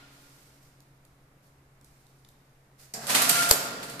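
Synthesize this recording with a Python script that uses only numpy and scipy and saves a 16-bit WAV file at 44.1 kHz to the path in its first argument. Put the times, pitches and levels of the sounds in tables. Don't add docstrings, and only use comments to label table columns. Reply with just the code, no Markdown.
import sys
import numpy as np
from scipy import signal
from scipy.fft import rfft, irfft
from scipy.io import wavfile

SR = 44100
rng = np.random.default_rng(int(sys.argv[2]) if len(sys.argv) > 2 else 0)


def int16_out(signal):
    q = np.round(np.clip(np.atleast_2d(signal).T, -1, 1) * 32767)
    wavfile.write(sys.argv[1], SR, q.astype(np.int16))


N = 176400
T = np.arange(N) / SR
SNAP_S, THROB_HZ, CUTOFF_HZ = 3.512, 8.8, 14450

# time_s, level_db
STRAP_ENVELOPE = [(3.05, -55), (3.075, -42.5), (3.1, -24), (3.135, -30.5), (3.16, -24.5), (3.21, -26.5),
                  (3.27, -31), (3.33, -30), (3.43, -28), (3.48, -36), (3.51, -29), (3.54, -74)]
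# freq_hz, gain_db
STRAP_SPECTRUM = [(150, -23), (450, -8), (900, -4.5), (1200, 4), (3300, 1), (6000, 1), (10000, -1),
                  (14000, -6)]
# freq_hz, gain_db
SNAP_SPECTRUM = [(100, -13.5), (520, 1.5), (1400, 2.5), (3600, -7.5), (4500, 3), (5800, -4), (7500, 4),
                 (9500, 0), (13300, 3)]
# pitch_hz, level_db, t60_s
SNAP_RING_MODES = [(4240, -7.5, 0.012), (4690, -4, 0.01)]
# start_s, level_db, rise_s, decay_s, tilt_db_per_octave
CLACK_HITS = [(3.067, -32, .002, 0.015, 4), (3.095, -28, 0.0012, 0.019, -4.5),
              (3.144, -15.5, 0.0071, 0.012, -1.5), (3.217, -19.5, .004, 0.008, 5.5),
              (3.292, -13, 0.0025, 0.01, 3.5), (3.431, -22, 0.00071, 0.0017, -1),
              (3.489, -23, 0.00082, 0.014, 5.5), (3.524, -20, 0.00054, 0.0036, 0),
              (3.826, -37.5, 0.0054, 0.017, -0.5), (3.894, -40.5, 0.0024, 0.022, 1),
              (3.993, -34.5, 0.004, 0.018, -1)]
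# freq_hz, gain_db
CLACK_SPECTRUM = [(70, -21), (150, -15), (240, -2), (350, -10.5), (800, 1.5), (2000, 4), (3300, 4.5),
                  (4500, 6.5), (5800, -0.5), (8000, 4), (10200, 2.5), (14000, -3.5)]
# time_s, mesh_db, octave_db
WHINE_ENVELOPE = [(2.96, -55.5, -90), (2.985, -45.5, -74), (3.05, -56, -64), (3.22, -41.5, -43.5),
                  (3.33, -37.5, -33.5), (3.485, -43.5, -39), (3.53, -74, -70)]
# time_s, level_db
DRIVE_ENVELOPE = [(2.93, -96), (2.945, -48.5), (3.05, -45.5), (3.1, -35.5), (3.3, -43), (3.5, -39.5),
                  (3.62, -42.5), (3.78, -50.5), (3.86, -44.5), (4, -53)]
# freq_hz, gain_db
DRIVE_SPECTRUM = [(40, -19), (90, -12.5), (135, -0.5), (230, 1), (345, -12.5), (520, -1.5), (1000, -3.5),
                  (1600, -2), (3000, -13.5), (4800, -8), (13000, -17)]
# freq_hz, gain_db
LATCH_SPECTRUM = [(700, -11), (1200, -22), (2300, -1.5), (3400, -17), (5100, 5.5), (6200, -2), (7300, 4),
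                  (9500, -6), (13500, -7.5)]
# start_s, level_db
KNOCK_HITS = [(2.94, -42.5), (2.975, -44), (3.292, -37), (3.645, -41)]
# pitch_hz, level_db, t60_s
CABINET_MODES = [(222, -3, 0.2), (460, -6, .14), (693, -0.5, 0.1), (779, -4.5, 0.11)]
# start_s, rise_s, hold_s, decay_s, level_db
RUB_STROKES = [(0.058, 0.083, 0.29, 0.2, -63), (0.607, 0.025, .01, 0.045, -69),
               (1.42, .01, 0.023, 0.053, -70), (1.833, 0.018, 0.094, 0.46, -71),
               (2.776, 0.024, 0.032, 0.056, -57.5)]
# freq_hz, gain_db
RUB_SPECTRUM = [(200, -10.5), (700, -0.5), (1500, -1.5), (2200, -0.5), (3300, -4.5), (4800, 1.5),
                (13000, -3.5)]
# start_s, level_db, tilt_db_per_octave
TAP_HITS = [(0.804, -52, 6), (1.0506, -53.5, 7), (1.812, -57, 5), (1.845, -50, 8.5), (2.067, -58, 2),
            (2.248, -50.5, -2.5), (2.288, -51, 4.5)]
# freq_hz, gain_db
TAP_SPECTRUM = [(2400, -16), (3800, 1.5), (6000, -6), (11000, -8.5), (14500, -15)]
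# time_s, low_tone_db, high_tone_db
HUM_ENVELOPE = [(0, -62.5, -65), (1.1, -64.5, -75.5), (2.93, -65.5, -82), (3.15, -49.5, -48.5),
                (4, -57, -56.5)]
# freq_hz, gain_db
LAST_CYCLE_SPECTRUM = [(100, -3), (350, -4.5), (1400, -2), (4000, -5.5), (13000, -22)]
# freq_hz, gain_db
AIR_SPECTRUM = [(20, -4), (60, -6), (95, -12), (135, -4), (195, -12), (420, -15), (1100, -18.5),
                (2200, -23), (3000, -29.5), (14000, -36)]
# freq_hz, t60_s
HALL_DECAY = [(100, 3), (900, 1.5), (4500, 1.02), (9000, 0.58), (14000, 0.44)]
# freq_hz, gain_db
HALL_SPECTRUM = [(40, -4), (150, -0.5), (600, 1), (1500, -0.5), (3400, -1), (13000, 1)]
# freq_hz, coherence
COHERENCE = [(60, 0.99), (250, 0.97), (550, 0.8), (1100, 0.056), (13000, 0)]
# freq_hz, left_minus_right_db
BALANCE = [(700, 0), (1300, 2), (3000, -2.5), (5300, -0.5), (8700, -6), (14000, -7.5)]


def strap(ticks_per_s=1500, spread_db=3.5, flutter_db=1.2, echo_gain=0.46, echo_s=0.006, sway=0.0403):
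    sizes = amp(spread_db * np.minimum(rng.exponential(1, N), 3))
    ticks = sizes * (rng.random(N) < ticks_per_s / SR) * rng.choice([-1., 1.], (2, N))
    rush = unit(unit(ticks) + noise()) * amp(flutter_db * drift(100))
    delayed_s = T - echo_s * (1 + sway * drift(10.1))
    echo = np.array([np.interp(delayed_s, T, side) for side in rush])
    return colour(unit(rush + echo_gain * echo) * envelope(STRAP_ENVELOPE), STRAP_SPECTRUM)


def snap(width_s=0.0011):
    crack = amp(-6.5) / np.cosh(np.clip((T - SNAP_S) / width_s, -20, 20))
    shiver = amp(-19.5) * burst(SNAP_S, rise_s=0.0017, decay_s=0.013)
    return colour(noise() * (crack + shiver), SNAP_SPECTRUM)


def puff(lag_s=0.0014, width_s=0.00244):
    return -amp(-20.5) * pan(4) * np.exp(-((T - SNAP_S - lag_s) / width_s) ** 2)


def clacks():
    chatter = noise()
    return sum(amp(db) * colour(chatter * burst(start_s, rise_s, decay_s), CLACK_SPECTRUM, tilt)
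               for start_s, db, rise_s, decay_s, tilt in CLACK_HITS)


def gears(mesh_hz=694.7, waver=0.00507, rough_hz=36, right_lag_s=0.00022, flutter_db=4):
    phase = 2 * np.pi * np.cumsum(mesh_hz * (1 + waver * drift(41.3))) / SR
    mesh = unit((1.4 + drift(rough_hz)) * np.sin(phase) + drift(rough_hz) * np.cos(phase))
    stereo_phase = phase - 2 * np.pi * mesh_hz * np.array([[0], [right_lag_s]])
    octave = unit(np.sin(2 * stereo_phase)) * amp(flutter_db * drift(35))
    return envelope(WHINE_ENVELOPE) * mesh + pan(3) * envelope(WHINE_ENVELOPE, column=2) * octave


def latch():
    return amp(-31) * colour(noise() * burst(2.937, rise_s=0.0017, decay_s=0.013), LATCH_SPECTRUM)


def drive(rattle_db=2.5):
    return colour(noise() * envelope(DRIVE_ENVELOPE) * amp(rattle_db * drift(45)), DRIVE_SPECTRUM)


def knocks():
    return sum(amp(db) * ring(CABINET_MODES, start_s, rise_s=0.0028) for start_s, db in KNOCK_HITS)


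def rubs(rough_db=1.5):
    strokes = sum(amp(db) * burst(start_s, rise_s, decay_s, hold_s)
                  for start_s, rise_s, hold_s, decay_s, db in RUB_STROKES)
    return colour(noise() * strokes * amp(rough_db * drift(82)), RUB_SPECTRUM)


def taps(rise_s=0.00037, decay_s=0.0026):
    return sum(amp(db) * colour(noise() * burst(start_s, rise_s, decay_s), TAP_SPECTRUM, tilt)
               for start_s, db, tilt in TAP_HITS)


def motor(low_hz=133.6, high_hz=281.3, beat_gain=0.22, waver=0.12):
    hum = 0
    for column, hz in enumerate((low_hz, high_hz), start=1):
        beating = np.sin(2 * np.pi * hz * T) + beat_gain * np.sin(2 * np.pi * (hz + THROB_HZ) * T)
        wander = waver * column * narrow_noise(hz, width_hz=24)
        hum += envelope(HUM_ENVELOPE, column) * unit(beating + wander)
    return hum


def last_cycle(whine_hz=1415, swell_s=0.04, swell_width_s=0.019, fade_db_per_s=29):
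    whine = np.array([narrow_noise(whine_hz, width_hz=25) for _ in range(2)])
    throb = 1 + 0.25 * np.cos(2 * np.pi * THROB_HZ * (T - swell_s))
    swell = amp(-54) * np.exp(-((T - swell_s) / swell_width_s) ** 2) * np.sin(2 * np.pi * whine_hz * T)
    echo = amp(-55) * colour(noise(), LAST_CYCLE_SPECTRUM) + amp(-64.5) * whine * throb
    return amp(-fade_db_per_s * T) * echo + swell


def air():
    return amp(-61.5) * colour(noise(), AIR_SPECTRUM)


def hall(x, gap_s=0.0045, early_db=5, early_s=0.026):
    hz, frame_s, bands = signal.stft(noise()[:, :2 * SR], SR, nperseg=256)
    decay = amp(-60 * frame_s / at_freq(HALL_DECAY, hz)[:, None])
    tail = signal.istft(bands * decay, SR, nperseg=256)[1]
    age_s = T[:tail.shape[1]]
    tail *= np.clip(age_s / gap_s - 1, 0, 1)
    tail *= 1 + (amp(early_db) - 1) * np.exp(-age_s / early_s)
    echo = signal.fftconvolve(x, tail / np.linalg.norm(tail[0]), axes=1)[:, :N]
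    return colour(echo, HALL_SPECTRUM)


def amp(db):
    return 10 ** (np.asarray(db) / 20)


def unit(x):
    return x / np.sqrt(np.mean(x ** 2) + 1e-20)


def at_freq(table, hz):
    freq_hz, values = np.transpose(table)
    return np.interp(np.log(hz + 1), np.log(freq_hz), values)


def envelope(table, column=1):
    rows = np.array(table)
    return amp(np.interp(T, rows[:, 0], rows[:, column])) * (T >= rows[0, 0])


def burst(start_s, rise_s, decay_s, hold_s=0):
    attack = np.clip((T - start_s) / rise_s, 0, 1)
    return attack * np.exp(-np.maximum(T - start_s - rise_s - hold_s, 0) / decay_s)


def ring(modes, start_s, rise_s):
    age_s = np.maximum(T - start_s, 0)
    sound = 0
    for hz, db, t60_s in modes:
        offset_s = rng.uniform(0, 5e-5, (2, 1))
        sound += amp(db - 60 * age_s / t60_s) * np.sin(2 * np.pi * hz * (age_s + offset_s))
    return sound * np.minimum(age_s / rise_s, 1)


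def noise():
    left, other = rfft(rng.standard_normal((2, N)))
    coherence = np.clip(at_freq(COHERENCE, np.fft.rfftfreq(N, 1 / SR)), -1, 1)
    right = coherence * left + np.sqrt(1 - coherence ** 2) * other
    return irfft(np.array([left, right]), N)


def drift(rate_hz):
    hz = np.fft.rfftfreq(N, 1 / SR)
    return unit(irfft(rfft(rng.standard_normal(N)) * np.exp(-(hz / rate_hz) ** 2), N))


def narrow_noise(hz, width_hz):
    return drift(width_hz) * np.cos(2 * np.pi * hz * T) + drift(width_hz) * np.sin(2 * np.pi * hz * T)


def colour(x, spectrum, tilt_db_per_octave=0, size=4096):
    hz = abs(np.fft.fftfreq(size, 1 / SR))
    log_gain = np.log(amp(at_freq(spectrum, hz) + tilt_db_per_octave * np.log2(np.maximum(hz, 500))))
    impulse = np.fft.ifft(np.exp(np.conj(signal.hilbert(log_gain)))).real[:size // 2]
    impulse /= np.sqrt(np.mean(np.exp(2 * log_gain) * (hz < CUTOFF_HZ)))
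    return signal.oaconvolve(x, impulse[None], axes=1)[:, :N]


def pan(left_minus_right_db):
    return amp(np.vstack([left_minus_right_db / 2, -left_minus_right_db / 2]))


def lean(x):
    gains = pan(at_freq(BALANCE, np.fft.rfftfreq(2 * N, 1 / SR)))
    return irfft(rfft(x, 2 * N) * gains)[:, :N]


def scene(ring_lead_s=0.000791):
    handling = rubs() + taps()
    machine = latch() + drive() + knocks() + strap() + clacks()
    whine = gears()
    crack = snap()
    ringing = ring(SNAP_RING_MODES, SNAP_S - ring_lead_s, rise_s=0.00047)
    send = amp(-4.5) * handling + amp(-4) * machine + amp(-7) * whine
    send += amp(-8.5) * crack + amp(-20) * ringing
    room = last_cycle() + air() + motor() + handling + machine + whine + hall(send)
    return lean(room) + pan(2.5) * (crack + ringing) + puff()


def record(dry):
    low_pass = signal.firwin(301, CUTOFF_HZ, window=("kaiser", 8), fs=SR)
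    return signal.oaconvolve(np.clip(dry, -1, 1), low_pass[None], "same")


dry = scene()
out = record(dry)
int16_out(out)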